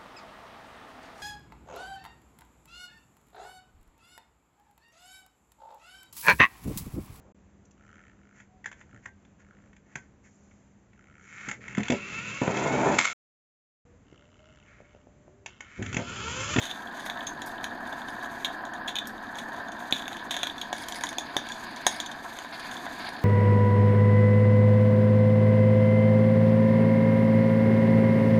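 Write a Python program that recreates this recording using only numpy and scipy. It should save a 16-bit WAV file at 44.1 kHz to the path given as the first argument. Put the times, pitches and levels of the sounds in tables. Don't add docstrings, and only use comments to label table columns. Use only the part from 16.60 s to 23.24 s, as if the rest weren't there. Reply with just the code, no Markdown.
import sys
import numpy as np
from scipy import signal
from scipy.fft import rfft, irfft
from scipy.io import wavfile
from scipy.ndimage import uniform_filter1d

SR = 44100
rng = np.random.default_rng(int(sys.argv[2]) if len(sys.argv) > 2 else 0)


def unload_audio(sound):
    columns = np.transpose(np.atleast_2d(sound))
    steps = np.round(np.clip(columns, -1, 1) * 32767)
    wavfile.write(sys.argv[1], SR, steps.astype(np.int16))


N = 292824
TIME = np.arange(N) / SR
RING_PER_KNOCK = -0.27

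# start in seconds, relative level in dB,
# knock below 2 kHz in dB, brightness above 5 kHz in dB, chatter decay in seconds.
CLICKS = [(.038, -40.5, 0, 1, 0.0036), (0.054, -41, 3, 4, 0.0018), (.112, -33.5, -17, -5, .0026),
          (.158, -49, -8, -3, .002), (.222, -49, -8, -5, .002), (.273, -44.5, -12, -14, .002),
          (.396, -50, -6, 1, .002), (.462, -40, 10.5, -1, 0.0057), (.499, -33, 1, -8.5, 0.0011),
          (.573, -42.5, -10, -12, 0.003), (.607, -37.5, -22, -21, 0.0028), (.668, -34.5, -23, 1, 0.0045),
          (0.8184, -39, -6, 0.5, 0.0025), (.98, -38.5, -9, -23, 0.0016), (1.042, -30.5, -1, -3.5, 0.0016),
          (1.3275, -44, -13, -4, 0.0013), (1.418, -47.5, -10, -5, .001), (1.4844, -43, 9, -3, 0.0039),
          (1.644, -45.5, -6, -4, 0.005), (1.8468, -24.5, -9, -8.5, 0.0024), (1.852, -30.5, -9, -5, 0.0053),
          (2.0525, -46, -11, 3, 0.0015), (2.136, -48, -2, 4.5, .0026), (2.277, -40, -10, 1, 0.0026),
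          (2.281, -28, -4, -6.5, 0.012), (2.3555, -30, -17, -4, 0.0033), (2.365, -28.5, -14, -15, 0.0038),
          (2.3862, -28, -19, -7, 0.0024), (2.455, -44.5, -9, -8, 0.0022), (2.755, -47.5, -8, 4, 0.0016),
          (2.786, -37, -3, -0.5, 0.0091), (2.965, -52, -6, 5, .0015), (3.085, -54, -6, 3, .002),
          (3.119, -48.5, -3, 5.5, 0.0037), (3.3101, -46.5, 14, 8.5, .0015), (3.3249, -19, -9.5, -9, 0.0011),
          (3.394, -40, -9, -12, 0.0018), (3.422, -41, -4, -10, .002), (3.456, -42.5, -8, -13, 0.0025),
          (3.48, -33, -7, -8, 0.00075), (3.53, -38.5, -3, -7, 0.0012), (3.569, -40.5, -3, -3, 0.00093),
          (3.7085, -27.5, -1.5, -1.5, .008), (3.7415, -35, 0, -5, .007), (3.766, -31.5, 1.5, -1, 0.0029),
          (3.8086, -49, -1, -13, .0015), (3.8319, -25, 1.5, -3.5, 0.003), (3.8702, -31, -2.5, -9, 0.0017),
          (3.899, -37.5, -8, -12, .0009), (3.981, -40, -15, -2, .0012), (4.014, -29, -12, -5.5, 0.0035),
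          (4.1284, -35, 6, 3, 0.0026), (4.1645, -51, 9, 7, .002), (4.199, -53, -3, -4, .001),
          (4.238, -44, -7, 0, .0015), (4.262, -54, 0, -5, .001), (4.285, -39.5, 5, 2, .001),
          (4.323, -37.5, 1, 2.5, 0.0015), (4.347, -43.5, 6, 4, 0.00072), (4.362, -47.5, 7, 4.5, 0.0011),
          (4.41, -44, 8, 1, 0.00093), (4.437, -33.5, 7.5, 5.5, 0.0023), (4.469, -38, -1, -5, 0.00063),
          (4.49, -40, -12, 6.5, 0.0018), (4.529, -44, 5, 0, .0015), (4.584, -29, -12, 2.5, 0.00091),
          (4.767, -25, -2, -1.5, 0.00084), (4.869, -44, 2, -2, 0.0011), (4.888, -40.5, -2, 4, 0.0019),
          (4.92, -36.5, -14, 1, 0.0011), (5.162, -48.5, -8, 10, .003), (5.2666, -24.5, 5, 9.5, 0.0009),
          (5.269, -27.5, 5, 8, 0.0012), (5.274, -41, -6, 4, 0.001), (5.348, -46, -7, -6, .002),
          (5.4014, -31.5, -2, 1.5, 0.003), (5.4607, -37.5, -19, 2.5, 0.0041),
          (5.515, -41.5, -13, 2, 0.0034), (5.7883, -39.5, 3, 2, 0.00085), (5.847, -46, 12, -14, 0.0014),
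          (6, -44, -3, -6, 0.0035), (6.113, -40.5, 3, -3, 0.0028), (6.141, -47.5, -3, 5, .003),
          (6.1673, -40.5, -13, -6, 0.0028), (6.2656, -45.5, 17, -8, .0012), (6.491, -48.5, 2, 7.5, 0.00063)]
def clicks(rise_s=0.00018, strike_s=0.00045, sing_hz=3505, sing_t60_s=0.089, size=4096):
    out, t = np.zeros(N), np.arange(size) / SR
    impact = np.sqrt(.01 * SR)
    for start, db, knock_db, bright_db, decay in CLICKS:
        contact = (1 - np.exp(-t / rise_s)) * np.exp(-t / decay)
        spectrum = rfft(rng.standard_normal(size) * contact)
        spectrum /= np.sqrt(uniform_filter1d(abs(spectrum) ** 2, size=60))
        chatter = irfft(spectrum) * (t < t[-1] / 2)
        strike_share = strike_s / (strike_s + decay)
        force = np.sqrt(strike_share) * (t == 0) + np.sqrt(1 - strike_share) * chatter
        click = metal(force, knock_db, bright_db, edge_db=-4 + 0.39 * bright_db)
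        add(out, start, gain_of(db) * impact * click)
        pitch_hz = sing_hz * rng.uniform(.993, 1.007)
        sing_db = db - 16 + RING_PER_KNOCK * knock_db - 60 * t / sing_t60_s
        add(out, start, gain_of(sing_db) * np.sin(2 * np.pi * pitch_hz * t))
    return out


# frequency in Hz, relative level in dB.
METAL_SPECTRUM = [(40, -30), (280, -16.5), (480, -18.5), (750, -8), (1300, -16.5), (2300, -11),
                  (3000, -12.5), (5000, -20), (7000, -14.5), (7900, -24.5), (11500, -27.5), (14000, -20),
                  (16000, -66)]
# centre in Hz, width in Hz, lift in dB.
METAL_RESONANCES = [(670, 210, 5.5), (996, 114, 11.5), (1356, 80, -17), (1690, 800, 11), (2070, 53, -13),
                    (2872, 105, -17), (3534, 1110, 15), (6460, 860, 8.5), (8320, 150, 7.5), (9850, 1840, 6)]
METAL_NOTES = [(3265, 60, 3), (3505, 50, 1), (3781, 50, 1.5), (5650, 45, 6), (5794, 45, 7), (6460, 60, 4),
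               (6610, 50, 3), (6785, 50, 5), (9572, 50, 5)]
def metal(force, knock_db, bright_db, edge_db):
    corners_hz = [1800, 2400, 3950, 5000, 10000, 11200]
    tilt = lambda hz: np.interp(hz, corners_hz, [knock_db, 0, 0, bright_db, bright_db, edge_db])
    rings = [(hz, width, db + rng.uniform(-1.5, 1.5)) for hz, width, db in METAL_RESONANCES + METAL_NOTES]
    rings += [(rng.uniform(6000, 13360), 170, db) for db in 8.5 * rng.uniform(-0.67, 1, size=12)]
    free_fitting_hz = 3535 * rng.uniform(.98, 1.02)
    rings.append((free_fitting_hz, 154, 3 + RING_PER_KNOCK * knock_db))
    return colour(force, lambda hz: read(METAL_SPECTRUM, hz) + lifts(rings, hz) + tilt(hz), (2300, 5000))


# start in seconds, length in seconds,
# relative level in dB, brightness above 5 kHz in dB.
SCRAPES = [(-.02, 0.14, -39.5, -1.5), (0.319, 0.24, -53, 1), (3.335, 0.059, -43, 1.5),
           (3.491, .14, -50, -10), (3.711, 0.13, -41, -5.5), (3.824, 0.084, -61, -4), (4.137, 0.12, -50, 3),
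           (4.287, 0.27, -64, -6), (4.593, 0.038, -51, 5), (4.87, 0.17, -60.5, 10.5),
           (5.276, .07, -51, -12), (5.982, 0.034, -59, 8)]
def scrapes(knock_db=-4, clump_db=3, clump_hz=70):
    out = np.zeros(N)
    for start, length, db, bright_db in SCRAPES:
        count = round(length * SR)
        slips = evened(grains(1100, 2.8, count) * gain_of(clump_db * flutter(clump_hz, count)))
        force = np.pad(slips * signal.windows.tukey(count, .4), (0, SR // 20))
        add(out, start, gain_of(db) * metal(force, knock_db, bright_db, edge_db=bright_db - 2))
    return out


# start in seconds, length in seconds, level in dB.
SWISHES = [(0.377, 0.12, -57), (0.855, 0.035, -54), (1.27, 0.036, -56), (1.467, 0.053, -57),
           (4.126, 0.13, -51), (4.28, 0.27, -49), (4.585, 0.025, -52), (5.262, 0.017, -32),
           (5.294, 0.105, -48.5), (5.929, 0.1, -57.5), (6.102, 0.042, -53), (6.4, 0.018, -64),
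           (6.483, 0.029, -53.5)]
# frequency in Hz, relative level in dB.
SWISH_SPECTRUM = [(500, -21), (2200, 14), (2900, -19), (3500, -3), (4900, 10.5), (5600, 0), (6600, -10),
                  (7700, -7), (8700, 0), (9300, 2), (10100, 7.5), (11200, -16), (14000, -6), (15200, -41)]
def swishes(clump_db=6, clump_hz=90):
    out = np.zeros(N)
    for start, length, db in SWISHES:
        count = round(length * SR)
        grit = evened(grains(700, 3.8, count) * gain_of(clump_db * flutter(clump_hz, count)))
        add(out, start, gain_of(db) * grit * signal.windows.tukey(count, .4))
    return colour(out, lambda hz: read(SWISH_SPECTRUM, hz), (2000, 14000))


# start in seconds, level in dB, decay in seconds.
SNAPS = [(0.459, -47.5, .014), (.499, -61, 0.0026), (0.861, -46.5, .02), (2.472, -37, 0.0047),
         (3.326, -45, .002), (3.48, -45, .003), (3.71, -47, .005), (3.832, -52, .005), (3.871, -41, .002),
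         (4.014, -46, .003), (4.285, -37, .005), (5.267, -31, .004), (5.402, -47, .004)]
# frequency in Hz, relative level in dB.
SNAP_SPECTRUM = [(2000, -19), (6000, 3), (9000, -1), (12000, 3), (14500, -2), (16000, -30)]
def snaps():
    out, t = np.zeros(N), np.arange(SR // 20) / SR
    for start, db, decay in SNAPS:
        add(out, start, gain_of(db) * rng.standard_normal(len(t)) * np.exp(-t / decay))
    return colour(out, lambda hz: read(SNAP_SPECTRUM, hz), (6000, 14000))


# start in seconds, relative level in dB,
# most excited pitch in Hz, spread in octaves.
THUMPS = [(3.325, -30, 219, 0.6), (4.1284, -31, 800, 0.5), (4.4384, -36, 980, 0.32),
          (4.5838, -33.5, 724, .4), (4.766, -25, 520, 1.6), (5.2668, -23.5, 830, 0.49),
          (6.266, -43, 1000, .25)]
# frequency in Hz, relative level in dB.
STAND_SPECTRUM = [(40, -10.5), (130, 0.5), (190, -4.5), (320, 2), (520, -4.5), (730, 8), (1000, 4),
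                  (1400, -22), (3000, -33)]
def thumps(size=4096):
    out = np.zeros(N)
    push = np.sqrt(.01 * SR) * signal.unit_impulse(size)
    for start, db, pitch_hz, spread in THUMPS:
        falloff_db = lambda hz: 10 * np.log10(1 + (np.log2((hz + 1) / pitch_hz) / spread) ** 2)
        thud = colour(push, lambda hz: read(STAND_SPECTRUM, hz) - falloff_db(hz), (60, 2000))
        add(out, start, gain_of(db) * thud)
    return out


def ticks(per_s=20, decay_s=0.001):
    contacts = grains(per_s, 1.2, N)
    t = np.arange(SR // 100) / SR
    chatter = rng.standard_normal(len(t)) * np.exp(-t / decay_s)
    force = evened(signal.oaconvolve(contacts, chatter)[:N])
    return gain_of(-64.5) * metal(force, knock_db=-8, bright_db=-3, edge_db=-7)


# frequency in Hz, relative level in dB.
BURNER_SPECTRUM = [(20, -16), (60, -16.5), (120, -14), (230, -10.5), (460, -13.5), (750, -3), (1100, -5.5),
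                   (1400, -12), (1850, -4.5), (2050, -24), (2600, -34), (3200, -24.5), (6000, -77),
                   (14000, -39.5), (15200, -79)]
# centre in Hz, width in Hz, lift in dB.
FLUE_RESONANCES = [(229.4, 56.5, 6.35), (302, 111, 6.4), (696.5, 99, 6.25), (858, 47, 1.8), (995, 123, 6),
                   (1317, 33, 8), (1493, 97, 6.8), (1635, 178, 9.8), (1766, 77, 3.5), (2360, 29, 4.6)]
# time in seconds, relative level in dB.
FLAME_LEVEL = [(0.0, -41.5), (0.63, -38.5), (0.81, -40), (1.24, -37.5), (2.27, -38), (2.5, -40.5),
               (2.68, -40), (2.88, -37.5), (4.08, -42.5), (4.23, -40.5), (5.36, -40.5), (5.79, -43),
               (6.21, -39), (6.64, -39.5)]
DRAUGHT_LEVEL = [(0.0, -50), (0.85, -47.5), (5.31, -49), (5.86, -52.5), (6.14, -48), (6.64, -49)]
def burner(split_hz=460, flutter_hz=62):
    flue_db = lambda hz: read(BURNER_SPECTRUM, hz) + lifts(FLUE_RESONANCES, hz)
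    low_share = lambda hz: 1 / (1 + (hz / split_hz) ** 10)
    flame = rng.standard_normal(N) * gain_of(1.94 * flutter(flutter_hz, N))
    roar = colour(flame, lambda hz: flue_db(hz) + 10 * np.log10(1 - low_share(hz) + 1e-6), (500, 2000))
    draught = rng.standard_normal(N)
    rumble = colour(draught, lambda hz: flue_db(hz) + 10 * np.log10(low_share(hz) + 1e-6), (100, 400))
    return gain_of(-0.57) * roar * level(FLAME_LEVEL) + gain_of(1) * rumble * level(DRAUGHT_LEVEL)


# frequency in Hz, relative level in dB.
LEAK_SPECTRUM = [(500, -1.5), (2300, 2.5), (2900, -11), (3450, -0.5), (4400, -10), (5400, -14.5),
                 (6500, -0.5), (7700, -11), (9700, -11.5), (11300, -14), (14000, -12), (15200, -66)]
def steam_leak(sputter_db=4, sputter_hz=26, wander_db=4.5, wander_hz=1):
    drops = gain_of(-14.5) * grains(1500, 2, N)
    hiss = gain_of(-4) * rng.standard_normal(N)
    fizz = (hiss + drops) * gain_of(sputter_db * flutter(sputter_hz, N))
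    leak = colour(fizz, lambda hz: read(LEAK_SPECTRUM, hz), (5700, 14000))
    return leak * gain_of(-61 + wander_db * flutter(wander_hz, N))


# frequency in Hz, relative level in dB.
JET_SPECTRUM = [(1000, -35), (2200, 6.5), (2900, -2), (3500, 2.5), (4700, 4.5), (5500, -13.5), (8000, -44),
                (10000, -13), (14000, -41), (15200, -70)]
# time in seconds, relative level in dB.
JET_LEVEL = [(0.0, -62), (1.13, -61), (2.72, -62), (4.12, -57.5), (4.35, -54.5), (4.83, -54), (5.33, -50),
             (5.59, -57.5), (6.64, -53.5)]
# middle in seconds, length in seconds, lift in dB.
JET_SPURTS = [(5.95, 0.036, 8.5), (6.05, 0.075, 8), (6.41, 0.026, 8), (6.475, 0.062, 9)]
def steam_jet(flutter_db=2, flutter_hz=37):
    spray = rng.standard_normal(N) * gain_of(flutter_db * flutter(flutter_hz, N))
    jet = colour(spray, lambda hz: read(JET_SPECTRUM, hz), (2000, 6000))
    return jet * level(JET_LEVEL) * gain_of(lifts(JET_SPURTS, TIME))


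# delay at the microphone in seconds, level in dB.
ECHOES = [(.0036, -16.5), (.0086, -20)]
# frequency in Hz, time to fade by 60 dB in seconds.
ROOM_T60 = [(200, 0.16), (1000, 0.12), (3500, 0.2), (7000, 0.18), (14000, 0.13)]
def room(x, tail_db=-8.5, spacing=20):
    taps = np.zeros(SR // 2)
    slots = np.arange(SR // 250, len(taps) - spacing, spacing)
    taps[slots + rng.integers(0, spacing, len(slots))] = rng.choice([-1., 1.], len(slots))
    hz, t, bands = signal.stft(taps, SR, nperseg=256)
    fade = gain_of(-60 * t / read(ROOM_T60, hz)[:, None])
    tail = signal.istft(bands * fade, SR, nperseg=256)[1]
    reflections = gain_of(tail_db) * signal.fftconvolve(x, tail / np.linalg.norm(tail))[:N]
    for delay, db in ECHOES:
        add(reflections, delay, gain_of(db) * x)
    return reflections


def gain_of(db):
    return 10 ** (np.asarray(db) / 20)


def evened(x):
    return x / np.sqrt(np.mean(x ** 2) + 1e-20)


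def read(points, hz):
    point_hz, value = np.transpose(points)
    return np.interp(np.log(hz + 1), np.log(point_hz + 1), value)


def level(curve):
    return gain_of(np.interp(TIME, *np.transpose(curve)))


def lifts(bells, x):
    return sum(db * 2 ** -(2 * (x - centre) / width) ** 2 for centre, width, db in bells)


def add(mix, start_s, sound):
    start = round(start_s * SR)
    sound = sound[max(-start, 0):]
    part = mix[max(start, 0):][:len(sound)]
    part += sound[:len(part)]


def colour(x, db_of, band_hz, size=8192):
    hz = abs(np.fft.fftfreq(size, 1 / SR))
    log_gain = db_of(hz) * np.log(10) / 20
    response = np.exp(np.conj(signal.hilbert(log_gain)))
    response /= np.sqrt(np.mean(abs(response) ** 2 * (hz > band_hz[0]) * (hz < band_hz[1])))
    return signal.oaconvolve(x, np.fft.ifft(response).real[:size // 2])[:len(x)]


def flutter(rate_hz, count):
    hz = np.fft.rfftfreq(N, 1 / SR)
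    spectrum = rfft(rng.standard_normal(N)) / (1 + (hz / rate_hz) ** 2)
    return evened(irfft(spectrum, N))[:count]


def grains(per_s, spread_db, count):
    sizes = gain_of(spread_db * np.minimum(rng.exponential(1, count), 4))
    return evened(sizes * rng.choice([-1, 1], count) * (rng.random(count) < per_s / SR))


def scene():
    handling = gain_of(-1.3) * clicks() + gain_of(-1) * scrapes()
    handling += swishes() + snaps() + thumps() + ticks()
    return (handling + room(handling) + burner() + steam_leak() + gain_of(3) * steam_jet())[None]


def record(dry, cutoff_hz=15800):
    lowpass = signal.firwin(255, cutoff_hz, window=("kaiser", 8), fs=SR)
    return signal.oaconvolve(dry, lowpass[None], "same")


dry = scene()
out = record(dry)
unload_audio(out)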